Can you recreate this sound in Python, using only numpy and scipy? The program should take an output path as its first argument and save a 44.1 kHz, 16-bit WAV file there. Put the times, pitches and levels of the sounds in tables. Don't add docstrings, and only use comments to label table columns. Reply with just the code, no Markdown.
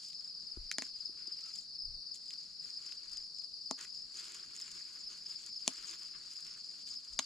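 import sys
import numpy as np
from scipy import signal
from scipy.fft import rfft, irfft, next_fast_len
from scipy.io import wavfile
from scipy.ndimage import uniform_filter1d, map_coordinates

SR = 44100
rng = np.random.default_rng(int(sys.argv[2]) if len(sys.argv) > 2 else 0)


def store_wav(level_fs):
    pcm = np.round(np.clip(np.atleast_2d(level_fs), -1, 1) * 32767)
    wavfile.write(sys.argv[1], SR, pcm.T.astype(np.int16))


N = 319725


def amp(db):
    return 10 ** (np.asarray(db) / 20)


def unit(x):
    return x / np.sqrt(np.mean(x ** 2) + 1e-20)


def along(points, hz):
    f, level = np.transpose(points)
    knots = np.log([f[0] / 2, *f, f[-1] * 1.1])
    return np.interp(np.log(hz + 1), knots, [level[0] - 40, *level, level[-1] - 40])


def curves(rows):
    times, *columns = np.transpose(rows)
    return [np.interp(np.arange(N) / SR, times, column) for column in columns]


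def wobble(rate):
    knots = rng.standard_normal(int(N * rate / SR) + 4)
    return map_coordinates(knots, [np.arange(N) * rate / SR])


def colour(x, points):
    size = next_fast_len(N + SR // 2)
    gain = amp(along(points, np.fft.rfftfreq(size, 1 / SR)))
    return irfft(rfft(x, size) * gain, size)[..., :N]


def impulse(points, size=1024):
    gain = amp(along(points, np.fft.rfftfreq(size, 1 / SR)))
    cepstrum = irfft(np.log(gain))
    cepstrum[1:size // 2] *= 2
    cepstrum[size // 2 + 1:] = 0
    click = irfft(np.exp(rfft(cepstrum)))
    return click / np.abs(click).max()


def pan(db):
    return amp([[db / 2], [-db / 2]])


def spread(pair, side_db):
    mid, side = pair[0], amp(side_db) * pair[1]
    return np.array([mid + side, mid - side])


def add(track, s, sound):
    start = round(s * SR)
    a, b = max(start, 0), min(start + sound.shape[-1], N)
    if b > a:
        track[..., a:b] += sound[..., a - start:b - start]


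def scatter(x, t60, side_db):
    t = np.arange(SR // 3) / SR
    tail = spread(rng.standard_normal((2, len(t))), side_db) * amp(-60 * t / t60)
    tail /= np.linalg.norm(tail.mean(0))
    return signal.fftconvolve(x[None], tail, axes=1)[:, :N]


def patchy(x, depth_db):
    z = signal.stft(x, nperseg=256)[2]
    field = rng.standard_normal(z.shape[1:])
    field = uniform_filter1d(field, size=5, axis=0)
    field = uniform_filter1d(field, size=12, axis=1)
    return signal.istft(z * amp(depth_db * unit(field)), nperseg=256)[1][:, :N]


# [f/Hz, relative level/dB]
NIGHT_SPECTRUM = [(25, 6.5), (55, -3.5), (100, -7.5), (170, 2.5), (330, -5.5), (600, -11.5), (1300, -15.5),
                  (2300, -28), (3500, -20), (6800, -8), (8300, -15.5), (10300, -12), (11500, -40),
                  (15000, -28)]


def night():
    noise = spread(rng.standard_normal((2, N)), side_db=-3.5)
    return amp(-69.0) * unit(colour(patchy(noise, depth_db=1.5), NIGHT_SPECTRUM))


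# [t/s from its loudest moment, pitch ratio, relative level/dB]
WING_STROKE = [(-.012, 1.045, -28), (-.005, 1.022, -6), (0, 1, 0), (.005, .968, -7), (.011, .925, -13),
               (.019, .875, -16), (.025, .85, -34)]


def add_syllable(track, s, db, hz, overtone_db=-35, uneven_db=2):
    when, ratio, level = np.transpose(WING_STROKE)
    below_peak = level < level.max()
    level = level + uneven_db * rng.standard_normal(len(level)) * below_peak
    t = np.arange(when[0], when[-1], 1 / SR)
    steepness = rng.uniform(0.86, 1.234)
    pitch = hz * np.interp(t, when, ratio) ** steepness
    phase = 2 * np.pi * (np.cumsum(pitch) / SR + rng.random())
    tone = np.sin(phase) + amp(overtone_db) * np.sin(2 * phase)
    add(track, s + when[0], amp(db + np.interp(t, when, level)) * tone)


# [f/Hz, relative level/dB per Hz]
HAZE_SPECTRUM = [(2000, -78), (3400, -54), (3460, -40), (4000, -15), (4090, -12.5), (4280, -9.5),
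                 (4500, -0.5), (4940, -6), (5250, -23.5), (5490, -8.5), (5890, -27), (6300, -34),
                 (8190, -79), (13900, -120)]
# [t/s, level/dB]
FAR_CRICKET_LEVEL = [(0.0, -49.5), (0.8, -48.5), (1.15, -50), (1.32, -47.5), (1.97, -50.5), (2.75, -48.5),
                     (3.9, -49), (4.45, -51), (4.85, -49), (5.42, -50), (6.1, -49), (7.1, -51)]


def far_crickets(count=9, pitch_hz=5020, stroke_gap=.051, chirp_gap=.29):
    chorus = np.zeros((2, N))
    for rank in np.linspace(-1, 1, count):
        song = np.zeros(N)
        hz = pitch_hz * (1 + 0.0544 * rank)
        pace = chirp_gap * rng.uniform(.85, 1.25)
        for start in np.arange(-rng.random() * pace, N / SR, pace):
            start += rng.normal(0, .015)
            for k in range(4):
                db = rng.normal(0, 2.5) - 3 * abs(rank)
                add_syllable(song, start + k * stroke_gap, db, hz * (1 + rng.normal(0, 0.0075)))
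        direct = np.array([song, np.roll(song, rng.integers(-1, 2))])
        chorus += direct + amp(-3.0) * scatter(song, t60=0.22, side_db=-3.5)
    haze = unit(colour(spread(rng.standard_normal((2, N)), side_db=-4.5), HAZE_SPECTRUM))
    haze_db = -4 + 1.44 * wobble(11)
    level_db, = curves(FAR_CRICKET_LEVEL)
    return amp(level_db) * (amp(-2.5) * unit(chorus) + amp(haze_db) * haze) * pan(2.7)


def chirping(rows, gap_s, soft_db, flat, count=4):
    song = np.zeros(N)
    for s, db, hz in rows:
        for k in range(count):
            slack = (k / (count - 1)) ** 2
            stroke_db = db - soft_db * slack + rng.normal(0, 0.46)
            add_syllable(song, s - k * gap_s, stroke_db, hz * (1 - flat * slack))
    return song


# [t/s of the last stroke, level/dB, f/Hz]
NEIGHBOUR_CHIRPS = [(0.282, -39, 5040), (0.715, -41, 5070), (0.89, -43, 5230), (1.095, -37, 5025),
                    (1.374, -39.5, 5170), (1.825, -35.5, 5150), (1.946, -36.5, 4986), (2.295, -39, 4980),
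                    (2.776, -36, 5065), (3.243, -40.5, 5120), (3.747, -39, 5175), (4.027, -38.5, 5060),
                    (4.192, -37.5, 4995), (4.434, -41, 5060), (4.625, -39, 5130), (4.856, -40.5, 5080),
                    (5.077, -37, 5140), (5.302, -38, 5080), (5.566, -35.5, 5180), (6.049, -41.5, 5120),
                    (6.514, -40.5, 5240), (6.91, -37.5, 4900), (6.974, -37.5, 5190)]


def neighbours():
    song = chirping(NEIGHBOUR_CHIRPS, gap_s=0.035, soft_db=15, flat=0.0194)
    return song * pan(2.3) + amp(-5) * scatter(song, t60=0.078, side_db=-4.5)


# [first chirp t/s, last chirp t/s]
LEAD_CHIRP_RUNS = [(0.2, 0.522), (0.793, 3.977), (4.45, 4.716), (5.361, 7.229)]
# [t/s, level/dB]
LEAD_CRICKET_LEVEL = [(0.4, -37), (1.05, -34), (2.0, -36.5), (2.8, -38), (3.7, -35), (3.97, -39),
                      (4.45, -53), (5.35, -37), (6.2, -40.5), (7.2, -38)]


def lead_cricket(pitch_hz=5025, period_s=.265):
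    runs = []
    for first, last in LEAD_CHIRP_RUNS:
        runs.append(np.linspace(first, last, round((last - first) / period_s) + 1))
    times = np.concatenate(runs)
    levels = np.interp(times, *np.transpose(LEAD_CRICKET_LEVEL))
    rows = [(s, db, pitch_hz) for s, db in zip(times, levels)]
    song = chirping(rows, gap_s=.0485, soft_db=11.5, flat=0.0571)
    return song * pan(7.6) + amp(-6.5) * scatter(song, t60=0.16, side_db=-9)


# [t/s, tap level/dB, sway level/dB]
CAMERA_BUMPS = [(0.571, -44.5, -43), (1.094, -54, -71), (1.279, -54.5, -85)]
# [t/s of the middle, sigma/s, level/dB]
AIR_PUFFS = [(0.62, 0.031, -54), (.98, 0.03, -72), (1.918, 0.048, -52.5), (3.172, 0.091, -72),
             (7.14, .025, -60.5)]


def handling(sway_hz=62, sway_t60=0.31):
    bumps, t = np.zeros(N), np.arange(SR // 4) / SR
    tap = impulse([(60, -29), (180, 5), (360, 14), (600, -15), (1500, -13)])
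    sway = amp(-60 * t / sway_t60) * np.sin(2 * np.pi * sway_hz * t / (1 + 5 * t))
    for s, tap_db, sway_db in CAMERA_BUMPS:
        add(bumps, s, amp(tap_db) * tap)
        add(bumps, s, amp(sway_db) * sway)
    air = np.zeros(N)
    for s, width, db in AIR_PUFFS:
        air += amp(db) * np.exp(-.5 * ((np.arange(N) / SR - s) / width) ** 2)
    noise = spread(rng.standard_normal((2, N)), side_db=-9.0)
    rumble = unit(colour(noise, [(20, 15.0), (40, 3.0), (90, -7.5), (200, -21.5)]))
    return (bumps + air * rumble) * pan(6.0)


def squeak(pitch_hz=1330, db=-68, start_s=1.42, length_s=.11):
    band = [(pitch_hz * .9, -25), (pitch_hz * .98, 0), (pitch_hz * 1.02, 0), (pitch_hz * 1.1, -25)]
    tone = unit(colour(rng.standard_normal(N), band))
    progress = np.clip((np.arange(N) / SR - start_s) / length_s, 0, 1)
    return amp(db) * np.sin(np.pi * progress) * tone


def grains(rate, size_db):
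    hits = rng.random((2, N)) < rate / SR
    strength = hits * rng.standard_normal((2, N))
    return unit(strength * amp(size_db * np.minimum(rng.exponential(size=(2, N)), 4)))


# [f/Hz, relative level/dB per Hz]
EDGE_SPECTRUM = [(2000, -19), (3500, -8), (5000, -8), (6000, -5.5), (7200, 1.5), (7800, -5.5),
                 (8500, -14.5), (10200, -15.5), (11500, -25), (14500, -28.5)]
# [f/Hz, relative level/dB per Hz]
FACE_SPECTRUM = [(150, -52), (330, 4.5), (700, -18), (1100, 1), (1450, 4.5), (1900, 1), (2600, 3),
                 (3600, -3), (5000, -1), (8000, -39)]
# [t/s, edges level/dB, faces level/dB]
HAND_STIR = [(0.0, -61.5, -74), (0.55, -69, -71.5), (1.05, -65.5, -73.5), (1.23, -65.5, -63.5),
             (1.58, -63, -71.5), (1.7, -76, -79), (2.05, -89, -78.5), (2.2, -60.5, -72), (2.6, -68, -73.5),
             (3.13, -62.5, -68), (3.5, -68.5, -80), (4.05, -67, -72.5), (4.2, -58, -58.5),
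             (4.65, -61.5, -65.5), (5.3, -57.5, -63.5), (5.58, -59.5, -70.5), (6.1, -60, -65),
             (7.1, -63, -71)]
# [start t/s, length/s before the release, edges level/dB, faces level/dB]
LEAF_BRUSHES = [(0.011, 0.088, -60.5, -78), (0.797, 0.071, -59.5, -67), (1.527, 0.082, -59, -83),
                (2.131, 0.028, -55.5, -83), (2.28, .06, -62, -72), (2.675, 0.046, -63, -71.5),
                (2.838, 0.053, -58.5, -61), (3.772, .07, -55, -58), (3.929, 0.024, -59, -76),
                (4.13, 0.15, -55.5, -64), (4.335, 0.049, -55, -60.5), (4.53, 0.19, -58, -64.5),
                (5.421, 0.023, -63, -72), (5.68, 0.16, -57.5, -58.5), (5.847, 0.092, -52.5, -56.5),
                (6.13, 0.031, -81, -57.5), (6.298, 0.042, -53, -69), (6.443, 0.092, -58.5, -60.5),
                (6.854, 0.052, -57.5, -73), (7.197, .05, -60, -68)]
BRUSH_ATTACK_S, BRUSH_RELEASE_S = 0.015, 0.029


def leaves(flick_db=-6.0):
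    uneven_db = 2.23 * wobble(14) - 1.3
    edges, faces = amp(np.array(curves(HAND_STIR)) + uneven_db) ** 2
    t = np.arange(N) / SR
    for s, length, edges_db, faces_db in LEAF_BRUSHES:
        attack = np.clip((t - s) / BRUSH_ATTACK_S, 0, 1)
        swell = attack * np.exp(-np.maximum(t - s - length, 0) / BRUSH_RELEASE_S)
        edges += (amp(edges_db) * swell) ** 2
        faces += (amp(faces_db) * swell) ** 2
    clumps = amp(1.26 * wobble(90) + 1.38 * wobble(25))
    crackle = spread(grains(rate=4000, size_db=1.0), side_db=-29) * clumps
    crisp = unit(colour(patchy(crackle, depth_db=2.5), EDGE_SPECTRUM))
    stray = spread(grains(rate=45, size_db=2.5), side_db=-22)
    flicks = unit(colour(patchy(stray, depth_db=3), EDGE_SPECTRUM))
    hush = spread(grains(rate=4000, size_db=1.6), side_db=-3) * clumps
    rub = unit(colour(patchy(hush, depth_db=2.0), FACE_SPECTRUM))
    edge_sound = np.sqrt(edges) * (amp(-0.5) * crisp + amp(flick_db) * flicks)
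    return edge_sound * pan(0.45) + np.sqrt(faces) * rub * pan(0.28)


def crack(click, t60, fibres):
    t = np.arange(SR // 50) / SR
    force = fibres * rng.standard_normal(len(t)) * amp(-60 * t / t60)
    force[0] = 1
    sound = signal.fftconvolve(force, click)
    return sound / np.abs(sound).max()


# [multiple of its pitch, relative level/dB]
STALK_RESONANCE = [(.3, -23.5), (.65, -5.5), (1, 3.5), (1.3, -3.5), (1.8, -24.5), (3, -60)]


def stalk(hz):
    return impulse([(hz * ratio, db) for ratio, db in STALK_RESONANCE])


# [f/Hz, relative level/dB, t60/s]
KNOCK_MODES = [(266, -9, 0.085), (348, -4, 0.029), (445, -11, 0.057), (666, 1, .026), (855, 1.5, 0.015),
               (1042, -7.5, 0.026)]


def knock():
    t = np.arange(SR // 10) / SR
    ring = np.zeros(len(t))
    for hz, db, t60 in KNOCK_MODES:
        strength_db, detune = rng.normal(0, 1.5), rng.normal(0, .008)
        ring += amp(db + strength_db - 60 * t / t60) * np.sin(2 * np.pi * hz * (1 + detune) * t)
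    return ring


# [t/s, crack level/dB, stalk pop level/dB, pop f/Hz, knock level/dB]
STEM_SNAPS = [(0.7146, -21, -27.5, 2170, -52), (0.784, -17, -27.5, 2270, -29.5),
              (0.8216, -25, -32.5, 2060, -36), (3.711, -20.5, -40, 970, -26),
              (5.678, -9.5, -26, 3900, -25.5), (7.1906, -14, -18, 3250, -32.5),
              (7.194, -18, -30.5, 1140, -39)]
# [f/Hz, relative level/dB per Hz]
CRACK_SPECTRUM = [(600, -63), (1500, -25), (2500, -6.5), (3500, -3), (4500, 4), (5500, -0.5), (7000, 6),
                  (8200, -11.5), (10000, -10.5), (12000, -25.5), (15000, -31)]
# [t/s, level/dB, f/Hz]
LEAF_TICKS = [(0.085, -41.5, 7000), (0.131, -40.5, 4620), (0.724, -33.5, 5750), (1.326, -44, 6860),
              (1.485, -43, 7100), (1.559, -35, 6550), (1.585, -42, 7200), (2.157, -38, 7400),
              (2.306, -35.5, 3360), (2.922, -38, 3200), (3.118, -43, 7160), (3.133, -38.5, 6800),
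              (3.171, -34.5, 5860), (3.79, -42, 1830), (3.81, -36, 6840), (3.85, -40, 1960),
              (4.346, -38, 7200), (4.716, -35.5, 6700), (5.463, -36.5, 6860), (5.911, -36, 6960),
              (6.406, -38, 7400), (7.134, -42, 6950)]


def picking(low_cut_hz=195):
    out = np.zeros(N)
    for s, crack_db, pop_db, hz, knock_db in STEM_SNAPS:
        add(out, s, amp(crack_db) * crack(impulse(CRACK_SPECTRUM), t60=0.0096, fibres=0.16))
        add(out, s, amp(pop_db) * crack(stalk(hz), t60=0.0068, fibres=0.2))
        add(out, s, amp(knock_db - 10) * knock())
    for s, db, hz in LEAF_TICKS:
        add(out, s, amp(db - 4.0) * crack(impulse(EDGE_SPECTRUM), t60=0.013, fibres=0.59))
        add(out, s, amp(db - 3.0) * crack(stalk(hz), t60=0.0096, fibres=0.43))
    out = signal.sosfilt(signal.butter(4, low_cut_hz, "high", fs=SR, output="sos"), out)
    return out * pan(1.2) + amp(-15.0) * scatter(out, t60=0.096, side_db=2.5)


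def scene():
    crickets = lead_cricket() + neighbours() + far_crickets()
    hand = leaves() + squeak() + picking()
    return crickets + hand + handling() + night()


def record(dry, lag_s=1.3e-5, top_hz=15600):
    right = colour(dry[1], [(10, 0), (6800, 0), (8200, -5.5), (10500, -6.5), (15000, -4)])
    left = colour(dry[0], [(10, 0), (6800, 0), (8200, 2), (10500, 2.5), (15000, 2)])
    hz = np.fft.rfftfreq(N, 1 / SR)
    delay = np.exp(-2j * np.pi * hz * np.array([[0], [lag_s]]))
    return irfft(rfft(np.array([left, right])) * delay * (hz < top_hz), N)


dry = scene()
out = record(dry)
store_wav(out)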